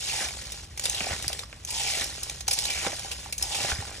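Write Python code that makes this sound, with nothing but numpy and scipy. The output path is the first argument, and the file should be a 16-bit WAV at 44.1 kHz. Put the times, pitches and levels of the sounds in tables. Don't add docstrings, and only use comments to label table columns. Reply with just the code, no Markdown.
import sys
import numpy as np
from scipy import signal
from scipy.fft import rfft, irfft
from scipy.io import wavfile

SR = 44100
rng = np.random.default_rng(int(sys.argv[2]) if len(sys.argv) > 2 else 0)


def int16_out(signal):
    q = np.round(np.clip(np.atleast_2d(signal).T, -1, 1) * 32767)
    wavfile.write(sys.argv[1], SR, q.astype(np.int16))


N = 176400
TIME_S = np.arange(N) / SR
BIN_HZ = np.fft.rfftfreq(2 * N, 1 / SR)


def amp(db):
    return 10 ** (np.asarray(db) / 20)


def unit_rms(x):
    return x / np.sqrt(np.mean(x ** 2) + 1e-20)


def curve(table, column=1):
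    rows = np.array(table, float)
    return np.interp(np.log(BIN_HZ + 1), np.log(rows[:, 0]), rows[:, column])


def colour(x, spectrum):
    cepstrum = irfft(np.log(unit_rms(amp(curve(spectrum)))))
    cepstrum[1:N] *= 2
    cepstrum[N + 1:] = 0
    return irfft(rfft(x, 2 * N) * np.exp(rfft(cepstrum)))[:, :N]


def add(mix, start_s, sound):
    part = mix[:, max(round(start_s * SR), 0):][:, :sound.shape[1]]
    part += sound[:, :part.shape[1]]


def resonate(x, hz, width_hz):
    carrier = np.exp(2j * np.pi * np.cumsum(hz * np.ones(x.shape[1])) / SR)
    pole = np.exp(-np.pi * width_hz / SR)
    return 2 * (carrier * signal.lfilter([1 - pole], [1, -pole], x / carrier + 1e-18)).real


def shell(tick_s, ring_gain, low_hz=1784.5, high_hz=14670, t60_s=.024, size=1400):
    t = np.arange(size) / SR
    hz = np.exp(rng.uniform(np.log(low_hz), np.log(high_hz), (3, 1)))
    modes = np.sqrt(hz) * np.sin(2 * np.pi * (hz * t + rng.random((2, 3, 1))))
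    ring = modes.sum(1) * amp(-60 * t / t60_s)
    tick = rng.standard_normal((2, size)) * np.exp(-t / tick_s)
    return unit_rms(unit_rms(tick) + ring_gain * unit_rms(ring)) / np.sqrt(size)


def contacts(level, peak_per_s, spread_db, tick_s, ring_gain, count, rate_exponent=.3):
    chance = peak_per_s * (level / level.max()) ** rate_exponent / SR
    strengths = amp(spread_db * np.minimum(rng.exponential(1, N), 2.5))
    hits = unit_rms(strengths) * (rng.random(N) < chance) * level / np.sqrt(chance)
    which = rng.integers(0, count, N)
    shells = [shell(tick_s, ring_gain) for _ in range(count)]
    out = np.zeros((2, N))
    for at in np.flatnonzero(hits):
        add(out, at / SR, hits[at] * shells[which[at]])
    return out


# times in seconds of digging in, full push, hands meeting and rest,
# then relative levels in dB of rattle, settling and crunch.
SCOOP_STROKES = [(-.08, 0.097, 0.25, 0.65, -31.5, -38.5, -41), (0.806, 0.853, 1.125, 1.44, -35.5, -37, -38),
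                 (1.669, 1.787, 2.025, 2.415, -30.5, -38, -39.5),
                 (2.465, 2.58, 2.865, 3.31, -33, -37.5, -38.5),
                 (3.392, 3.56, 3.715, 4.003, -31.5, -38.5, -35)]
# frequency in Hz, relative level in dB.
RATTLE_SPECTRUM = [(200, -14.5), (700, -7.5), (1300, -12.5), (2300, -9), (3300, 0), (4400, -0.5),
                   (5250, 1.5), (6200, -0.5), (7500, -1.5), (11000, -5), (15500, -12)]
CRUNCH_SPECTRUM = [(80, 5), (170, -1), (330, 3.5), (550, 6), (800, 1), (1150, 2), (1700, 3), (2600, -4.5),
                   (4500, -8), (9000, -85)]

def heap(dig_db=-8.5, loose_db=-16.5, eased_db=-7, fade_db=-7.5, idle_db=-55, let_go_s=.028, ramp_s=.0051):
    top = np.full(N, amp(idle_db))
    deep = np.full(N, amp(idle_db + eased_db))
    for start_s, full_s, meet_s, rest_s, rattle_db, settle_db, crunch_db in SCOOP_STROKES:
        moving = np.clip((TIME_S - start_s) / ramp_s, 0, 1) * np.clip(1 - (TIME_S - rest_s) / ramp_s, 0, 1)
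        top_db = np.interp(TIME_S, [start_s, full_s, meet_s, meet_s + let_go_s, rest_s],
                           [rattle_db + dig_db, rattle_db, rattle_db, settle_db, settle_db + fade_db])
        squeeze_db = np.interp(TIME_S, [start_s, meet_s, meet_s + let_go_s, rest_s],
                               [loose_db, 0, eased_db, eased_db + fade_db])
        top = np.hypot(top, moving * amp(top_db))
        deep = np.hypot(deep, moving * amp(crunch_db + squeeze_db))
    rattle = contacts(top, peak_per_s=1800, spread_db=-.5, tick_s=.0019, ring_gain=1, count=300)
    tumble = contacts(top, peak_per_s=220, spread_db=2.5, tick_s=.0047, ring_gain=1.8, count=100)
    crunch = contacts(deep, peak_per_s=700, spread_db=7, tick_s=.0024, ring_gain=.66, count=200)
    loose = amp(-1.34) * rattle + amp(-8) * tumble
    return colour(loose, RATTLE_SPECTRUM) + colour(crunch, CRUNCH_SPECTRUM)


# frequency in Hz, width in Hz, gain in dB.
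BASIN_MODES = [(793, 44, 3.5), (2340, 360, -7), (5150, 83, -6.5)]

def basin_ring(shells):
    return sum(amp(db) * resonate(shells, hz, width_hz) for hz, width_hz, db in BASIN_MODES)


def room_scatter(x, t60_s=.2, gain_db=-10, gap_s=.002, size=16000):
    t = np.arange(size) / SR
    echoes = rng.standard_normal((2, size)) * (rng.random((2, size)) < .1)
    tail = echoes * (t > gap_s) * amp(-60 * t / t60_s)
    return amp(gain_db) * signal.fftconvolve(x, unit_rms(tail) / np.sqrt(size), axes=1)[:, :N]


# frequency in Hz, relative level in dB.
RUMBLE_SPECTRUM = [(22, -51), (36, -17), (60, -0.5), (85, -7.5), (130, -11), (250, -25), (700, -32),
                   (3000, -33), (15000, -42.5)]

def room_rumble(level_db=-46):
    return amp(level_db) * colour(rng.standard_normal((2, N)), RUMBLE_SPECTRUM)


# opening and shutting in seconds, level in dB, first and last pitch in Hz. Two rows a scoop.
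HAND_HOLLOWS = [(0.117, 0.265, -44.5, 860, 760), (0.05, 0.262, -39.5, 2910, 1470),
                (0.837, 1.137, -52, 860, 710), (0.926, 1.144, -38.5, 3650, 1670),
                (1.68, 2.01, -45.5, 920, 670), (1.763, 2.024, -38.5, 2870, 1910),
                (2.555, 2.727, -49.5, 830, 790), (2.653, 2.853, -38, 2700, 2080),
                (3.404, 3.676, -44.5, 833, 776), (3.506, 3.714, -39, 3470, 1600)]

def hollows(rise_s=.015, fall_s=.011, width_at_1khz_hz=310):
    out = np.zeros((2, N))
    scrape = contacts(np.ones(N), peak_per_s=700, spread_db=5.5, tick_s=.00085, ring_gain=.57, count=80)
    for open_s, shut_s, db, first_hz, last_hz in HAND_HOLLOWS:
        rise = np.clip((TIME_S - open_s) / rise_s, 0, 1)
        level = amp(db) * rise * np.exp(-np.maximum(TIME_S - shut_s, 0) / fall_s)
        on = level > 1e-4
        hz = np.interp(TIME_S[on], [open_s, shut_s], [first_hz, last_hz])
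        width_hz = width_at_1khz_hz * (hz.mean() / 1000) ** 1.5
        ring = resonate(resonate(scrape[:, on], hz, width_hz), hz, width_hz)
        out[:, on] += level[on] * unit_rms(ring)
    return out


# start in seconds, relative level in dB, mid-sag pitch in Hz.
BURIED_KNOCKS = [(.22, -25, 1560), (1.006, -17.5, 2400), (1.043, -24, 2130), (1.069, -28, 700),
                 (1.109, -26, 620), (1.132, -23, 1940), (1.244, -27, 1720), (1.302, -30.5, 640),
                 (1.434, -31, 1150), (1.528, -30.5, 2150), (2.019, -23, 2000), (2.483, -28, 800),
                 (2.849, -28, 814), (2.8655, -15, 1700), (2.87, -25.5, 507), (2.93, -29, 619),
                 (3.048, -32, 790), (3.261, -34, 820), (3.647, -24, 590), (3.7, -21, 1780),
                 (3.718, -18.5, 1500), (3.824, -30, 826)]

def knocks(t60_cycles=15, sag=.16, sag_s=.0055, crack_s=.00011, rise_s=.00049, thud_s=.0066, size=2500):
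    out, t = np.zeros((2, N)), np.arange(size) / SR
    cycles_per_hz = np.cumsum(1 + sag * (np.exp(-t / sag_s) - .5)) / SR
    crack = 1.1 * (1 - t / crack_s) * np.exp(-t / crack_s)
    rise = np.minimum(t / rise_s, 1)
    thud_band = signal.butter(2, [220, 2800], "band", fs=SR, output="sos")
    for start_s, db, hz in BURIED_KNOCKS:
        note = np.sin(2 * np.pi * (hz * cycles_per_hz + rng.random((2, 1))))
        note *= amp(-60 * t * hz / t60_cycles)
        thud = unit_rms(signal.sosfilt(thud_band, rng.standard_normal((2, size)))) * np.exp(-t / thud_s)
        add(out, start_s, amp(db + 1.5) * (crack + rise * (note + .28 * thud)))
    return out


# start in seconds, relative level in dB, relative body level in dB,
# burst length in seconds, pitch in Hz.
SHELL_CLACKS = [(0.2855, -30, 0, 0.0037, 2320), (0.52, -25.5, -17, 0.0062, 3700),
                (0.775, -29.5, -3, 0.0084, 6030), (.7953, -21, -3, 0.0036, 6860),
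                (0.838, -24, -7, 0.013, 4800), (0.8549, -15.5, -6, 0.0054, 3560),
                (0.897, -15, -33, 0.003, 6450), (.946, -27, -4, 0.0066, 4090),
                (1.225, -25, -4, 0.003, 3900), (1.28, -14.5, -13, 0.0024, 4660),
                (1.3293, -24, -4.5, 0.0052, 3400), (1.391, -27, -2.5, 0.0058, 3800),
                (1.649, -23.5, -35, 0.0036, 6170), (1.705, -24, -29, 0.013, 2450),
                (2.042, -18.5, -15, 0.0026, 5600), (2.232, -20.5, -25, 0.0057, 5430),
                (2.297, -24.5, -1.5, 0.0039, 6300), (2.407, -29.5, -2, 0.0064, 6300),
                (2.4795, -16, -18, 0.0055, 6460), (2.482, -19.5, -4.5, 0.0057, 5670),
                (2.51, -18, -7, 0.012, 5070), (2.53, -18, -23, 0.014, 5930),
                (2.588, -15.5, -11.5, 0.0043, 6000), (2.653, -21.5, -5, 0.0053, 4020),
                (2.703, -26, -2.5, 0.0065, 2400), (2.994, -24, -6.5, 0.0033, 5540),
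                (3.114, -27.5, -3, 0.016, 2870), (3.325, -19.5, -12.5, 0.0075, 2430),
                (3.38, -22.5, -28, 0.008, 6300), (3.4248, -14.5, -31, 0.0059, 5400),
                (3.547, -24.5, -1.5, 0.0054, 2400)]

def clacks(rise_s=.00018, tail_s=.028, clink_width_hz=285, body_hz=3000, size=4000):
    out, t = np.zeros((2, N)), np.arange(size) / SR
    body_lowpass = signal.butter(1, body_hz, fs=SR, output="sos")
    for start_s, db, body_db, burst_s, hz in SHELL_CLACKS:
        decay = np.exp(-(t / burst_s) ** 2) + .19 * np.exp(-t / tail_s)
        scratch = rng.standard_normal((2, size)) * np.minimum(t / rise_s, 1) * decay
        chatter = scratch + 2.4 * resonate(scratch, hz, clink_width_hz)
        low_shelf = (amp(body_db + 11) - 1) * signal.sosfilt(body_lowpass, chatter)
        add(out, start_s, amp(db - 6) * (chatter + low_shelf))
    return clack_tone(out)


# frequency in Hz, relative level in dB.
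CLACK_SPECTRUM = [(150, -38.5), (500, -4), (830, -12), (1300, -15.5), (2400, -4), (4300, 0.5), (5500, 2),
                  (7500, 0.5), (11000, 4), (15500, -5)]

def clack_tone(chatter):
    return colour(chatter, CLACK_SPECTRUM)


# start in seconds, level in dB, pitch in Hz.
BASIN_BUMPS = [(1.01, -29, 193), (1.111, -27.5, 79), (1.129, -30.5, 165), (1.266, -32, 112.2),
               (2.864, -26.5, 180), (3.641, -30.5, 143), (3.723, -25.5, 67), (3.788, -23.5, 95)]

def bumps(t60_cycles=8, rise_s=.0033, size=9000):
    out, t = np.zeros((2, N)), np.arange(size) / SR
    for start_s, db, hz in BASIN_BUMPS:
        envelope = amp(db - 60 * t * hz / t60_cycles) * np.minimum(t / rise_s, 1)
        add(out, start_s, envelope * np.sin(2 * np.pi * hz * t) * np.ones((2, 1)))
    return out


def scene():
    shells = heap() + clacks() + knocks()
    ringing = shells + hollows() + basin_ring(shells)
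    return ringing + room_scatter(ringing) + bumps() + room_rumble()


# frequency in Hz, coherence from 0 to 1, left lead in radians, left minus right in dB.
MIC_PAIR = [(100, .99, 0, 0), (300, .95, -.1, .5), (520, .85, -.75, -2), (820, .85, -.7, -4.5),
            (1200, .2, -.8, -1.5), (1600, .88, .3, 0), (2300, .7, .7, 1), (3300, .3, 1.6, -1.3),
            (4300, .45, 1.8, -2.5), (4800, .7, 3.1, -2.5), (5200, .5, 4.9, -.7), (5600, .82, 6.7, 0),
            (9000, .72, 8.2, 0), (11000, .85, 8.95, 0), (12200, .992, 9.4, 0), (15500, .997, 9.42, 0)]

def record(dry, cutoff_hz=15800):
    a, b = rfft(dry, 2 * N)
    coherence, lead_rad, balance_db = (curve(MIC_PAIR, column) for column in (1, 2, 3))
    tilt = amp(balance_db / 2)
    left = a * tilt
    right = (coherence * a + np.sqrt(1 - coherence ** 2) * b) * np.exp(-1j * lead_rad) / tilt
    pair = irfft(np.array([left, right]))[:, :N]
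    lowpass = signal.firwin(511, cutoff_hz, window=("kaiser", 9), fs=SR)
    return signal.oaconvolve(pair, lowpass[None], "same")


dry = scene()
out = record(dry)
int16_out(out)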